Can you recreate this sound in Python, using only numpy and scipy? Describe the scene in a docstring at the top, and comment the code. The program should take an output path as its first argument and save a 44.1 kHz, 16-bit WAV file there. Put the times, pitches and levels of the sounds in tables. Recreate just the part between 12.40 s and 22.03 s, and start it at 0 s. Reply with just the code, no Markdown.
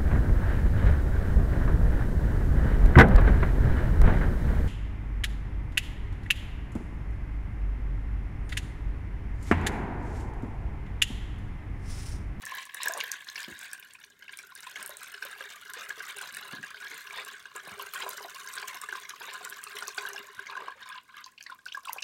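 """A broken dribble of water patters on the bare bottom of a plastic bucket on a concrete floor indoors.
Poured from a hollow plastic tank, it thickens to a stream and thins out to single drips.
Impacts throw decaying noise as spray and trap bubbles, each a decaying sine of rising pitch.
Two-pole resonances give the air modes of the bucket; low noise bursts give the bumps of the tank."""
import sys
import numpy as np
from scipy import signal
from scipy.fft import rfft, irfft, next_fast_len
from scipy.io import wavfile

SR = 44100
rng = np.random.default_rng(int(sys.argv[2]) if len(sys.argv) > 2 else 0)


def to_wav(sig):
    """Store sig (one row per channel, or 1-D mono) as 16-bit WAV at the path in sys.argv[1].

    Samples outside -1..1 are clipped; the rate is SR.
    """
    pcm = np.clip(np.atleast_2d(sig), -1, 1) * 32767
    pcm = np.round(pcm).astype(np.int16)
    wavfile.write(sys.argv[1], SR, pcm.T)  # frames by channels


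N = 424683
T = np.arange(N) / SR   # time, s
TOP_HZ = .45 * SR   # highest band edge

# All source levels below hold before the colouring and the room.
# Steady part of the pour: [t/s, babble level/dB, fine spray level/dB]
FLOW = [(0.0, -50, -57.5), (0.35, -51, -59.5), (0.54, -49, -56.5), (0.749, -50, -60), (1.12, -50, -56.5),
        (1.71, -62.5, -68.5), (2.25, -52, -58.5), (3.86, -50, -57.5), (4.321, -52, -61), (4.64, -49, -55.5),
        (5.099, -53.5, -63), (5.58, -49, -53.5), (5.74, -52, -53.5), (6.84, -51, -59), (7.67, -54, -57),
        (8.29, -54, -73), (9.09, -70, -75), (9.63, -62, -53.5)]
FULL_FLOW_DB = -50   # babble level of the full stream
CALM_DB = 19   # this far under full flow the surface is calm: bubbles of large drops ring longer, chirp further
# Swells of the stream as the tank sloshes: [t/s at the crest, length/s, gurgle change/dB, splashing change/dB]
SURGES = [(0.143, 0.14, 10.5, 3.5), (0.52, 0.28, 15, 2.5), (0.73, 0.035, -6, 2.5), (1.006, 0.091, 5, 3.5),
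          (1.38, 0.5, 1, 2.5), (1.93, 0.17, 0.5, 4), (2.447, 0.31, 12.5, 2.5), (2.99, 0.42, 6, 1),
          (3.445, 0.32, 8, 2.5), (3.815, 0.17, 14.5, 3), (4.09, 0.25, 12, 3.5), (4.79, 0.21, 19, 6),
          (5.363, 0.34, 16, 2), (5.65, 0.3, 15.5, 4), (6.26, 0.39, 8.5, 5.5), (6.535, 0.19, -1, 1),
          (6.95, .34, 9, 4), (7.425, 0.31, 10.5, 4.5), (7.693, 0.29, 18, 8), (8.18, 0.25, 21, 4),
          (8.52, 0.26, 1, 8.5), (8.76, .17, -15, 11.5), (9.102, 0.12, 4, 14.5), (9.506, 0.21, 18, 0)]
# Moments when the stream breaks off: [t/s in the middle, length/s]
GAPS = [(0.267, 0.079), (0.851, 0.062), (1.584, 0.052), (2.075, 0.06), (8.648, 0.14), (8.939, 0.14),
        (9.198, 0.1), (9.412, 0.03)]
GAP_DB = -11   # change of gurgle and splashing in mid-gap
SPRAY_SHARE, DRUM_SHARE = 0.53, 0.82   # share of a dB change in the spray (splashing) and deepest mode (gurgle)

# Lumps of water: rate at full flow (1/s), share of the flow's dB swing that changes the rate
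IMPACTS_PER_S, IMPACTS_FOLLOW = 205, .35
GURGLE_DB, GURGLE_FOLLOWS = -62.5, 0.65   # big bubbles at full flow; share of the flow's dB swing
BABBLE_DB, SPRAY_DB = 4.5, 2   # over their flow curves
SHALLOW_OCTAVES, FILL_S = 0.87, 2.94   # shallow water: raised lowest bubble pitch, time constant of its fading
CHURN_DB, CHURN_T60_S = -7.5, .07   # torn water, against the babble at full flow; its decay time
MIST_DB, MIST_T60_S = -6.5, .03   # puffs of fine spray, against the spray level; their decay time
HISS_DB = -9   # bursting froth at full flow, against the spray level
THUD_DB = -78   # thud of air pushed by the lumps at full flow
# Spectrum of the running water: [f/Hz, gain/dB]
WATER = [(150, 12), (330, 4), (550, -1), (850, -5), (1300, -2), (1900, -0.5), (3300, 1), (4800, -7),
         (6800, -2.5), (8000, -4), (9200, -2.5), (10400, -9), (12000, -1.5), (15500, 0)]

# Modes of the bare bucket bottom: [f/Hz, width/Hz, gain/dB]
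BOTTOM = [(1087, 84, -3), (1720, 98, -1), (2650, 170, -36)]
BOTTOM_DB, COVER_DB_PER_S = 2, 8   # level over the flow at first; its fall as water covers the bottom
# Higher air modes of the bucket: [f/Hz, width/Hz, gain relative to the direct sound/dB]
BUCKET = [(757, 52, 0.5), (1042, 63, 15), (1156, 200, 6), (1508, 168, 11.5), (1632, 74, 14),
          (2107, 390, 2.5), (2800, 290, -1.5), (3750, 560, 5)]
# Drumming of the stream on the deepest air mode, stronger as the bucket fills, weak in drips: [t/s, level/dB]
DEPTH = [(0, -74), (1.9, -68), (3.5, -61), (5.0, -61.5), (5.7, -58.5), (8.28, -59.5), (8.4, -83),
         (9.63, -90)]
DEEP_HZ, DEEP_WIDTH_HZ = 403, 26   # the deepest air mode
DRUM_DB, GLUG_BOOM_DB, PLOP_BOOM_DB = -9.0, -7.0, -21.5   # its drive: over DEPTH, a glug, a large drop
SLOSH_OCTAVES = .04   # scatter of its pitch from blow to blow as the surface heaves

# Bumps of the hollow tank: [t/s, peak level/dB, f/Hz, t60/s, wall rattle relative to the bump/dB]
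BUMPS = [(0.024, -54.5, 132, 0.4, 8), (1.079, -37, 260, 0.21, -4), (1.108, -47, 181, 0.1, -18),
         (1.112, -50, 100, 0.12, -20), (2.38, -56, 226, 0.23, -15), (3.92, -57, 160.4, 0.28, -15),
         (4.128, -40, 224.2, 0.21, -1), (4.185, -45, 205.2, 0.18, -20), (5.273, -50.5, 129.3, 0.053, 14),
         (5.314, -47.5, 135, 0.1, -6), (7.798, -52, 258, 0.067, -11), (7.969, -55, 133.8, 0.083, -18)]
# Sharpest droplet ticks: [t/s, reference level/dB, f/Hz]
TICKS = [(0.0618, -31.5, 5900), (0.15, -30, 13300), (0.3444, -26, 9670), (0.4324, -22.5, 7600),
         (0.4567, -24, 13500), (0.4827, -19, 7600), (0.521, -30, 13120), (0.5363, -24.5, 6353),
         (0.604, -28, 6330), (0.637, -27, 14900), (0.7161, -18, 6300), (0.899, -33, 5850),
         (1.003, -32, 6740), (1.03, -32, 4680), (1.19, -32.5, 8910), (1.3314, -25, 8550),
         (1.3972, -34, 14200), (1.535, -38, 8100), (1.972, -32.5, 9300), (1.9878, -32.5, 5430),
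         (2.152, -32.5, 9100), (2.205, -35, 9060), (2.4268, -28, 8490), (2.4606, -27, 9050),
         (2.476, -32, 12060), (2.493, -31, 11800), (2.569, -32, 8200), (2.632, -32, 8530),
         (2.85, -30, 11970), (3.335, -31, 7330), (3.493, -33, 6790), (3.785, -29.5, 9110),
         (3.8143, -29.5, 8240), (3.947, -30, 8740), (3.968, -30, 9480), (5.162, -31.5, 7720),
         (5.4232, -29, 12620), (5.536, -25.5, 12370), (5.691, -22, 12970), (5.732, -34, 8306),
         (6.281, -29, 6844), (6.415, -29.5, 8510), (6.6936, -28, 5956), (7.049, -26.5, 7000),
         (7.0978, -27.5, 11600), (7.2386, -27.5, 8500), (7.386, -29.5, 8345), (7.4799, -26.5, 6020),
         (7.6869, -28.5, 11410), (7.732, -32, 6230), (8.489, -36.5, 8890), (8.861, -40, 4700),
         (9.026, -38.5, 5800), (9.038, -40, 5123), (9.256, -36.5, 5070), (9.453, -33, 8530),
         (9.5307, -20.5, 11900), (9.6225, -28.5, 4920)]
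STRAY_TICKS_PER_S, STRAY_TICK_DB = 4.5, 15.5   # lesser ticks: rate, mean level over the spray

# Largest drops: [t/s, reference level/dB, bubble f/Hz, splash level before its gain/dB]
PLOPS = [(0.0674, -28, 1800, -55.5), (0.1197, -28, 1070, -58), (0.143, -31, 1680, -52),
         (0.1818, -32.5, 1070, -35.5), (0.292, -40, 1740, -44), (0.3477, -26, 1810, -52),
         (0.403, -31, 1090, -44), (0.4584, -22, 1760, -31), (0.473, -18.5, 1686, -51),
         (0.509, -26.5, 1660, -54), (0.5716, -28, 1160, -57), (0.604, -18.5, 2860, -24.5),
         (0.6387, -21, 1800, -40), (0.699, -36, 1700, -58), (0.7403, -27, 1540, -58),
         (0.8845, -34, 3600, -34), (0.957, -28, 1760, -31), (1.04, -27.5, 2380, -35),
         (1.3324, -27.5, 1680, -47), (1.426, -36, 2500, -47.5), (1.5512, -36, 2630, -60),
         (1.637, -40, 1704, -40), (1.823, -37, 1610, -49), (1.8925, -31.5, 1730, -43.5),
         (1.933, -35, 2424, -44), (1.9887, -32.5, 2370, -50), (2.16, -39, 1650, -45),
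         (2.2682, -33.5, 994, -40.5), (2.358, -27, 2130, -38), (2.741, -32, 1660, -41),
         (2.824, -22.5, 1554, -36), (3.007, -28, 1645, -48), (3.294, -33, 1600, -58),
         (3.5044, -22, 1690, -42), (3.6044, -27, 1572, -53), (3.7874, -31.5, 1560, -38.5),
         (3.811, -30, 1483, -46), (3.969, -27.5, 1813, -40), (4.183, -31, 1609, -61),
         (4.2374, -27.5, 1670, -50), (4.344, -30.5, 1524, -47), (4.4677, -30.5, 1743, -39),
         (4.708, -28, 2314, -56), (5.055, -31.5, 1562, -50), (5.1567, -36, 1016, -59),
         (5.3957, -29, 1089, -41), (5.536, -29.5, 1277, -39.5), (5.622, -22.5, 3246, -52),
         (5.677, -34, 1054, -46), (5.732, -30.5, 1380, -45), (5.78, -29.5, 1520, -56),
         (6.0734, -31.5, 1597, -37.5), (6.176, -26.5, 1539, -33), (6.226, -28, 1684, -37),
         (6.4361, -27.5, 1192, -48), (6.488, -23, 1727, -45), (6.526, -19, 1555, -44),
         (6.5529, -27, 1127, -44), (6.704, -33.5, 1642, -37), (6.736, -33.5, 1099, -60),
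         (6.815, -32, 1500, -41.5), (7.073, -30.5, 1446, -65), (7.124, -28, 1640, -42),
         (7.367, -29.5, 2027, -33), (7.4238, -23.5, 1405, -39), (7.482, -29.5, 1133, -41),
         (7.579, -21.5, 1500, -28), (7.652, -24, 1551, -61), (7.671, -26.5, 1688, -63),
         (7.76, -30.5, 1632, -38), (7.779, -30, 2820, -53), (7.9923, -23.5, 1550, -47.5),
         (8.066, -37, 1650, -38.5), (8.0969, -28, 1120, -39), (8.1242, -33, 1636, -50),
         (8.153, -27.5, 1504, -54), (8.1664, -27, 1068, -47), (8.175, -26, 1630, -61),
         (8.222, -30, 1150, -63), (8.2821, -24.5, 1107, -62), (8.321, -33, 1710, -69),
         (8.427, -38, 3600, -47), (8.459, -36.5, 1049, -47), (8.523, -38, 1615, -42),
         (8.5544, -35, 1026, -44), (8.577, -38.5, 995, -37.5), (8.742, -37, 1652, -60),
         (8.7778, -38.5, 1700, -48.5), (8.795, -51, 1750, -58), (8.8381, -54, 3890, -38),
         (8.862, -39, 1012, -60), (8.978, -43, 3270, -45), (9.0068, -40.5, 1756, -41),
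         (9.0636, -31.5, 2007, -39), (9.098, -32.5, 1434, -53), (9.1201, -32.5, 1050, -46),
         (9.1885, -44, 1594, -60), (9.2622, -28, 1540, -45), (9.2812, -37.5, 3160, -41),
         (9.32, -35, 3443, -38), (9.3468, -25, 1664, -44.5), (9.3727, -27, 1110, -71),
         (9.449, -37.5, 3710, -48), (9.457, -34, 1350, -52), (9.473, -30, 1100, -64),
         (9.4834, -30, 3010, -45), (9.4938, -23.5, 916, -53), (9.505, -37, 2080, -62),
         (9.5835, -28.5, 2813, -45.5), (9.622, -41.5, 1742, -31.5)]
PLOP_DB, PUSH_DB, SPLASH_DB = -3, -18.5, 16.5   # ring and air push against the drop's level; splash gain
SLAP_DB = -4.5   # slap on rough water, against its bubble
SPATTER_DB, CALM_SPATTER_DB = -18, 5   # following bubbles, against the drop's level; extra on calm water
STRAY_PLOPS_PER_S = 8.0   # rate of lesser drops
STRAY_PLOP_DB, STRAY_SPLASH_DB = 12.5, -10.5   # their mean level over the flow; splash column under that level
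PLOP_HZ, PLOP_SPREAD_OCTAVES = 1650, 0.5   # centre and scatter of their pitches

# Sheets of water that slap down and tear: [t/s at the crest, length/s, level/dB]
SHEETS = [(0.423, 0.059, -38), (2.868, 0.032, -47.5), (3.01, 0.03, -57), (3.375, 0.044, -44.5),
          (4.783, 0.15, -43), (5.622, 0.065, -43), (6.9, 0.05, -43), (7.59, 0.043, -45.5)]
SHEET_BUBBLES_PER_S = 1600
# Pockets of air gulped under the surface: [t/s, reference level/dB, f/Hz]
GLUGS = [(0.458, -29, 916), (0.496, -29.5, 660), (0.549, -34, 690), (0.567, -34.5, 585), (0.583, -40, 580),
         (2.493, -37.5, 575), (2.851, -40.5, 539.6), (3.007, -41.5, 535), (3.367, -41, 474.4),
         (3.576, -47.5, 443), (4.523, -46, 438), (5.154, -41.5, 434), (5.633, -32, 898),
         (5.664, -28.5, 1014), (5.804, -35.5, 971), (5.847, -33.5, 679), (6.228, -38.5, 914),
         (6.347, -42.5, 737), (6.808, -38, 934), (6.881, -39, 924), (7.009, -38.5, 740),
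         (7.423, -39.5, 940), (7.48, -45, 430), (7.579, -35, 756), (7.746, -38.5, 779), (8.219, -39.5, 438),
         (8.278, -34, 970), (9.562, -34, 771)]

# Spectrum of the room air: [f/Hz, relative density/dB per Hz]
AIR = [(22, -20), (55, -2.5), (150, -2.5), (280, -3.5), (450, -10), (800, -15), (1500, -16), (5000, -14),
       (16000, -22.5)]
AIR_DB = -71.5   # rms level
SWAY_S = .09   # interval between new echo patterns
CUTOFF_HZ = 16000


def from_db(db):
    """Level law: decibels to amplitude gain."""
    return 10 ** (np.asarray(db) / 20)


def rms_one(x):
    """Power normalisation: scale to unit rms."""
    return x / np.sqrt(np.mean(x ** 2) + 1e-20)


def peak_one(x):
    """Amplitude normalisation: scale to unit peak."""
    return x / (np.abs(x).max() + 1e-20)


def add(out, s, sound):
    """Superposition: mix a sound in at a time."""
    at = int(np.clip(s * SR, 0, N))
    out[at:at + len(sound)] += sound[:N - at]


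def band(x, low_hz, high_hz):
    """Band limitation: a Butterworth band-pass, its upper edge held to TOP_HZ."""
    edges = [low_hz, min(high_hz, TOP_HZ)]
    return signal.sosfilt(signal.butter(2, edges, "band", fs=SR, output="sos"), x + 1e-18)


def coloured(x, spectrum):
    """Spectral shaping: a gain interpolated over log frequency."""
    hz, db = np.transpose(spectrum)
    size = next_fast_len(N + SR)
    bins = np.maximum(np.fft.rfftfreq(size, 1 / SR), 1)
    gain = from_db(np.interp(np.log(bins), np.log(hz), db))
    return irfft(rfft(x, size) * gain, size)[:N]


def resonance(x, hz, width_hz):
    """Simple resonance: a two-pole filter with a gain of 1 on top."""
    r = np.exp(-np.pi * width_hz / SR)
    poles = [1, -2 * r * np.cos(2 * np.pi * hz / SR), r * r]
    return (1 - r * r) / 2 * signal.lfilter([1, 0, -1], poles, x + 1e-18)


def bucket(x):
    """Modal superposition: direct sound plus the ringing air modes of the bucket."""
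    return x + sum(from_db(db) * resonance(x, hz, width_hz) for hz, width_hz, db in BUCKET)


def burst(t60, size=16384):
    """Exponential decay: noise that falls 60 dB in t60."""
    return rng.standard_normal(size) * from_db(-60 * T[:size] / t60)


def bubble(hz, cycles, rise, swell, size):
    """Bubble oscillation: swells, decays 60 dB in `cycles` and rises in pitch as it nears the surface."""
    turns = hz * T[:size]
    age = turns / cycles
    tone = np.sin(2 * np.pi * turns * (1 + rise * np.minimum(age, 2) / 2))
    return tone * (1 - np.exp(-turns / swell)) * np.exp(-np.log(1000) * age)


def flow_at(s):
    """Flow dependence: levels of the babble and of the spray at given times."""
    times, babble_db, spray_db = np.transpose(FLOW)
    return np.interp(s, times, babble_db), np.interp(s, times, spray_db)


def calm_at(s):
    """Surface agitation: 0 under the full stream, 1 at CALM_DB or more below it."""
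    return np.clip((FULL_FLOW_DB - flow_at(s)[0]) / CALM_DB, 0, 1)


def surging():
    """Flow modulation: cosine humps and dips change the gurgle and the splashing in dB."""
    out = np.zeros((2, N))
    gaps = [(s, length_s, GAP_DB, GAP_DB) for s, length_s in GAPS]
    for s, length_s, gurgle_db, splash_db in list(SURGES) + gaps:
        inside = slice(*np.searchsorted(T, [s - length_s / 2, s + length_s / 2]))
        hump = np.cos(np.pi * (T[inside] - s) / length_s)
        out[:, inside] += np.outer([gurgle_db, splash_db], hump)
    return out


def impacts(spread_db):
    """Random arrivals: lumps of water land less often in a thinner flow, and each counts for more."""
    swing_db = flow_at(T)[0] + surging()[1] - FULL_FLOW_DB
    per_s = IMPACTS_PER_S * from_db(IMPACTS_FOLLOW * swing_db)
    due = np.cumsum(np.maximum(per_s, 1)) / SR   # impacts expected so far
    chance = rng.random((4000, 2))[:int(due[-1])]
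    times = np.interp(np.arange(len(chance)) + 2 * chance[:, 0], due, T)
    strengths = from_db(spread_db * (2 * chance[:, 1] - 1)) / np.sqrt(np.interp(times, T, per_s))
    return times, strengths


def puffs(times, strengths, t60):
    """Addition of powers: every impact sets off decaying noise; the sum has rms 1."""
    power = np.zeros(N)
    np.add.at(power, np.clip(times * SR, 0, N - 1).astype(int), strengths ** 2)
    power = signal.lfilter([1], [1, -from_db(-120 / (t60 * SR))], power + 1e-18)
    return rms_one(np.sqrt(power) * rng.standard_normal(N))


def swarm(times, strengths, low_hz, high_hz, cycles, rise, swell, lag_s, spread_db, tilt_db, count,
          shallow=0):
    """Air entrainment: each impact traps `count` random bubbles, up to lag_s after it lands."""
    out = np.zeros(N)
    chance = rng.random((4000, count, 4))
    for s, strength, draws in zip(times, strengths, chance):
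        # shallow water traps only the smaller bubbles; this limit fades with time
        lowest_hz = low_hz * 2 ** (shallow * np.exp(-s / FILL_S))
        for small, late, loud, long in draws:
            hz = lowest_hz * (high_hz / lowest_hz) ** small
            life = cycles * (.5 + long)
            level_db = spread_db * (2 * loud - 3) + tilt_db * np.log2(hz / low_hz)   # tilt per octave
            sound = bubble(hz, life, rise * long, swell, size=int(life * SR / hz) + 2)
            add(out, s + lag_s * late, strength * from_db(level_db) * sound)
    return out


def stream():
    """Common excitation: the same impacts drive thuds, gurgle, babble, fizz and spray over an even hiss."""
    flow_db, mist_db = flow_at(T)
    swing_db = flow_db - FULL_FLOW_DB
    plunge_db, splash_db = surging()
    gurgle_db = GURGLE_DB + GURGLE_FOLLOWS * swing_db + plunge_db
    babble_db = flow_db + BABBLE_DB + splash_db
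    spray_db = mist_db + SPRAY_DB + SPRAY_SHARE * splash_db
    times, strengths = impacts(spread_db=13.5)
    gurgle = swarm(times, strengths, 484, 1031, cycles=22.0, rise=0.24, swell=0.49, lag_s=0.012,
                   spread_db=3.0, tilt_db=7.0, count=2)
    # the bubbles of the babble ring on for many cycles and glide up in pitch
    babble = swarm(times, strengths, 930, 5000, cycles=34.0, rise=.26, swell=3.2, lag_s=.024,
                   spread_db=6.0, tilt_db=2.0, count=11, shallow=SHALLOW_OCTAVES)
    fizz = swarm(times, strengths, 4310, 11980, cycles=18.0, rise=0.093, swell=1.6, lag_s=.005,
                 spread_db=2.5, tilt_db=3.0, count=3)
    crackle = swarm(times, strengths, 4560, 13000, cycles=9.0, rise=0.083, swell=1.2, lag_s=.006,
                    spread_db=14.5, tilt_db=-1.5, count=2)
    churn = band(puffs(times, strengths, CHURN_T60_S), 920, 5700)
    mist = band(puffs(times, strengths ** 2, MIST_T60_S), 3900, 17400)
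    hiss = band(rng.standard_normal(N), 3600, TOP_HZ)
    thuds = band(puffs(times, strengths ** 2, CHURN_T60_S), 180, 690)

    low = from_db(THUD_DB + swing_db + splash_db) * rms_one(thuds)
    low += from_db(gurgle_db) * rms_one(bucket(gurgle))
    froth = rms_one(babble) + from_db(CHURN_DB + swing_db) * rms_one(churn)
    middle = from_db(babble_db) * rms_one(bucket(froth))
    spray = from_db(1.5) * rms_one(fizz) + from_db(-2.5) * rms_one(crackle)
    spray += from_db(MIST_DB) * rms_one(mist) + from_db(HISS_DB + swing_db) * rms_one(hiss)
    high = from_db(spray_db) * spray
    return coloured(band(low + middle + high, 110, TOP_HZ), WATER)


def patter():
    """Impulse excitation: water striking the bare plastic rings the bottom, less as water covers it."""
    blows = np.zeros(N)
    for s, strength in zip(*impacts(spread_db=12.0)):
        add(blows, s, strength * rng.choice([-1, 1], 1))
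    ringing = rms_one(sum(from_db(db) * resonance(blows, hz, width_hz) for hz, width_hz, db in BOTTOM))
    level_db = flow_at(T)[0] + surging()[1] + BOTTOM_DB - COVER_DB_PER_S * T
    return from_db(level_db) * band(ringing, 1020, 3700)


def drumming():
    """Air-column resonance: the deepest mode murmurs under the stream and booms at glugs and large drops."""
    depth_s, depth_db = np.transpose(DEPTH)
    depth_db = np.interp(T, depth_s, depth_db)
    lumps = puffs(*impacts(spread_db=36.0), t60=.01)
    murmur = rms_one(resonance(band(lumps, 383, 454), DEEP_HZ, DEEP_WIDTH_HZ))
    murmur_db = depth_db + DRUM_DB + DRUM_SHARE * surging()[0]
    t = T[:SR // 2]
    dying = np.exp(-np.pi * DEEP_WIDTH_HZ * t) * (1 - np.exp(-t / 0.0053))
    blows = [(s, db + GLUG_BOOM_DB) for s, db, _ in GLUGS]
    blows += [(s, db + PLOP_BOOM_DB) for s, db, _, _ in PLOPS]
    booms = np.zeros(N)
    for s, db in blows:
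        hz = DEEP_HZ * 2 ** (SLOSH_OCTAVES * rng.standard_normal())
        add(booms, s, from_db(db) * dying * np.sin(2 * np.pi * hz * t))
    return from_db(murmur_db) * murmur + booms * from_db(depth_db - depth_db.max())


def tank():
    """Damped shell vibration: dull hollow bumps as the tank is tipped, with a short rattle of its wall."""
    out = np.zeros(N)
    for s, db, hz, t60, rattle_db in BUMPS:
        body = band(burst(t60), hz / 1.7, hz * 1.7)
        body = peak_one(band(body, hz / 1.9, hz * 1.8))
        rattle = peak_one(band(burst(t60 * 0.39), 340, 1440))
        add(out, s, from_db(db) * (body + from_db(rattle_db) * rattle))
    return out


def strays(per_s):
    """Random spacing: loosely even times, each with two normal draws for its size and pitch."""
    slot, size, pitch = rng.standard_normal((200, 3)).T
    times = (np.arange(len(slot)) + .5 + slot / 2) / per_s
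    keep = (times > 0) & (times < T[-1])
    return times[keep], np.clip(size[keep], -2, 2), np.clip(pitch[keep], -2, 2)


def lesser_ticks(centre_hz, spread_octaves, spread_db):
    """Random arrivals: smaller droplets follow the spray level; same columns as TICKS."""
    times, size, pitch = strays(STRAY_TICKS_PER_S)
    db = flow_at(times)[1] + STRAY_TICK_DB + spread_db * size
    return np.transpose([times, db, centre_hz * 2 ** (spread_octaves * pitch)])


def ticks():
    """Transient impact: a droplet snaps on plastic or water and bursts into mist; tiny bubbles follow."""
    snaps = np.zeros(N)
    droplets = np.vstack([TICKS, lesser_ticks(centre_hz=8600, spread_octaves=0.062, spread_db=7.0)])
    for s, db, hz in droplets:
        snap = bubble(hz, cycles=9.0, rise=.1, swell=1.3, size=512)
        mist = band(burst(0.0085, size=2048), hz / 1.66, hz * 2.1)
        add(snaps, s + 0.001, from_db(db + 3.5) * peak_one(snap))
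        add(snaps, s + 0.00033, from_db(db - 1.5) * peak_one(mist))
    times, peak_db, _ = droplets.T
    fizz = swarm(times, from_db(peak_db - 1.0), 6040, 11000, cycles=33.0, rise=0.094, swell=0.64,
                 lag_s=0.0058, spread_db=14.0, tilt_db=-20.0, count=4)
    return band(snaps + fizz, 3300, TOP_HZ)


def lesser_plops(spread_db):
    """Random arrivals: smaller drops follow the flow level; same columns as PLOPS."""
    times, size, pitch = strays(STRAY_PLOPS_PER_S)
    db = flow_at(times)[0] + STRAY_PLOP_DB + spread_db * size
    hz = PLOP_HZ * 2 ** (PLOP_SPREAD_OCTAVES * pitch)
    return np.transpose([times, db, hz, db + STRAY_SPLASH_DB])


def plops():
    """Drop impact: a slap, a push of air, one loud bubble and a few small ones; then spatter falls back."""
    rings, pushes = np.zeros((2, N))
    drops = np.vstack([PLOPS, lesser_plops(spread_db=5.0)])
    for s, db, hz, _ in drops:
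        calm = calm_at(s)
        # small bubbles reach the surface sooner and chirp further
        chirp = calm * min(.15 * (hz / 1600) ** 3.5, 1)
        rise = chirp + 0.044 * hz / 1600
        cycles = 23.0 * np.sqrt(hz / 1600) * (1 + chirp + .3 * calm)
        ring = bubble(hz * (1 - .25 * rise), cycles, rise, swell=3.0 + 8 * chirp, size=4096)
        # a calm surface takes the drop softly
        slap = from_db(SLAP_DB) * (1 - calm) * peak_one(band(burst(0.023, size=4096), 800, 8000))
        push = bucket(band(burst(0.063, size=8192), 290, 1480))
        add(rings, s - .0005, from_db(db + PLOP_DB) * peak_one(bucket(peak_one(ring) + slap)))
        add(pushes, s, from_db(db + PUSH_DB) * peak_one(push))
    times, peak_db, _, splash_db = drops.T
    splashes = swarm(times, from_db(splash_db + SPLASH_DB), 2083, 6130, cycles=20.0, rise=0.19, swell=2.4,
                     lag_s=.007, spread_db=3.5, tilt_db=-1.0, count=6)
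    spatter_db = peak_db + SPATTER_DB + CALM_SPATTER_DB * calm_at(times)
    spatter = swarm(times + .004, from_db(spatter_db), 1050, 3000, cycles=40.0, rise=0.6, swell=3.0,
                    lag_s=0.045, spread_db=4.0, tilt_db=-5.0, count=5)
    return rings + pushes + splashes + spatter


def sheets():
    """Incoherent superposition: a sheet tears into many small bubbles that overlap into a swell of fizz."""
    swell = np.zeros(N)
    for s, length_s, db in SHEETS:
        add(swell, s - length_s / 2, from_db(db) * signal.windows.hann(int(length_s * SR)))
    tearing = swell > 0
    times = T[tearing & (rng.random(N) < SHEET_BUBBLES_PER_S / SR)]
    crowd = bucket(swarm(times, np.ones(len(times)), 1750, 5000, cycles=28.0, rise=.25, swell=2, lag_s=0,
                         spread_db=5.0, tilt_db=2, count=1))
    return swell * crowd / crowd[tearing].std()


def glugs(ring_db, push_db, wake_db):
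    """Cavity closure: an air pocket closes with a low push, rings as a big bubble and leaves a wake of others."""
    out = np.zeros(N)
    for s, db, hz in GLUGS:
        ring = bubble(hz, cycles=36.0, rise=0.041, swell=0.53, size=8192)
        push = bucket(band(burst(0.08, size=8192), 400, 1000))
        add(out, s, from_db(db + ring_db) * peak_one(ring))
        add(out, s, from_db(db + push_db) * peak_one(push))
    times, peak_db, _ = np.transpose(GLUGS)
    wake = swarm(times, from_db(peak_db + wake_db), 413, 1010, cycles=21.0, rise=0.12, swell=1.6, lag_s=.1,
                 spread_db=3.0, tilt_db=-2.5, count=6)
    return out + wake


def room(x, scatter_db, scatter_t60, tail_db, tail_t60):
    """Reverberation: treble scatters between bucket walls, a hard room adds a short tail; echoes keep changing."""
    hop, size = int(SWAY_S * SR), 6144
    starts, t = range(0, N, hop), T[:size]
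    scatter, tail = rng.standard_normal((2, len(starts), size))
    scatter = band(scatter, 2500, 15000) * from_db(-60 * t / scatter_t60) * (1 - np.exp(-t / .001))
    tail = band(tail, 150, 9500) * from_db(-60 * t / tail_t60) * (1 - np.exp(-t / .006))
    echoes = from_db(scatter_db) * rms_one(scatter) + from_db(tail_db) * rms_one(tail)
    echoes /= np.sqrt(size)
    out, fade = x.copy(), signal.windows.cosine(2 * hop)
    for at, echo in zip(starts, echoes):
        piece = x[at:at + 2 * hop]
        add(out, at / SR, signal.fftconvolve(piece * fade[:len(piece)], echo))
    return out


def scene():
    """Superposition: water and tank sound in the room, over faint room air."""
    sources = stream() + patter() + drumming() + tank() + ticks() + plops() + sheets()
    sources += glugs(ring_db=-3.0, push_db=-3.0, wake_db=-7.5)
    air = from_db(AIR_DB) * rms_one(coloured(rng.standard_normal(N), AIR))
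    wet = room(sources, scatter_db=-8.5, scatter_t60=0.013, tail_db=-13.5, tail_t60=0.14)
    return (wet + air)[None]


def record(dry):
    """Low-pass filtering: an elliptic filter cuts the top steeply."""
    return signal.sosfilt(signal.ellip(10, .1, 70, CUTOFF_HZ, fs=SR, output="sos"), dry)


dry = scene()
out = record(dry)
to_wav(out)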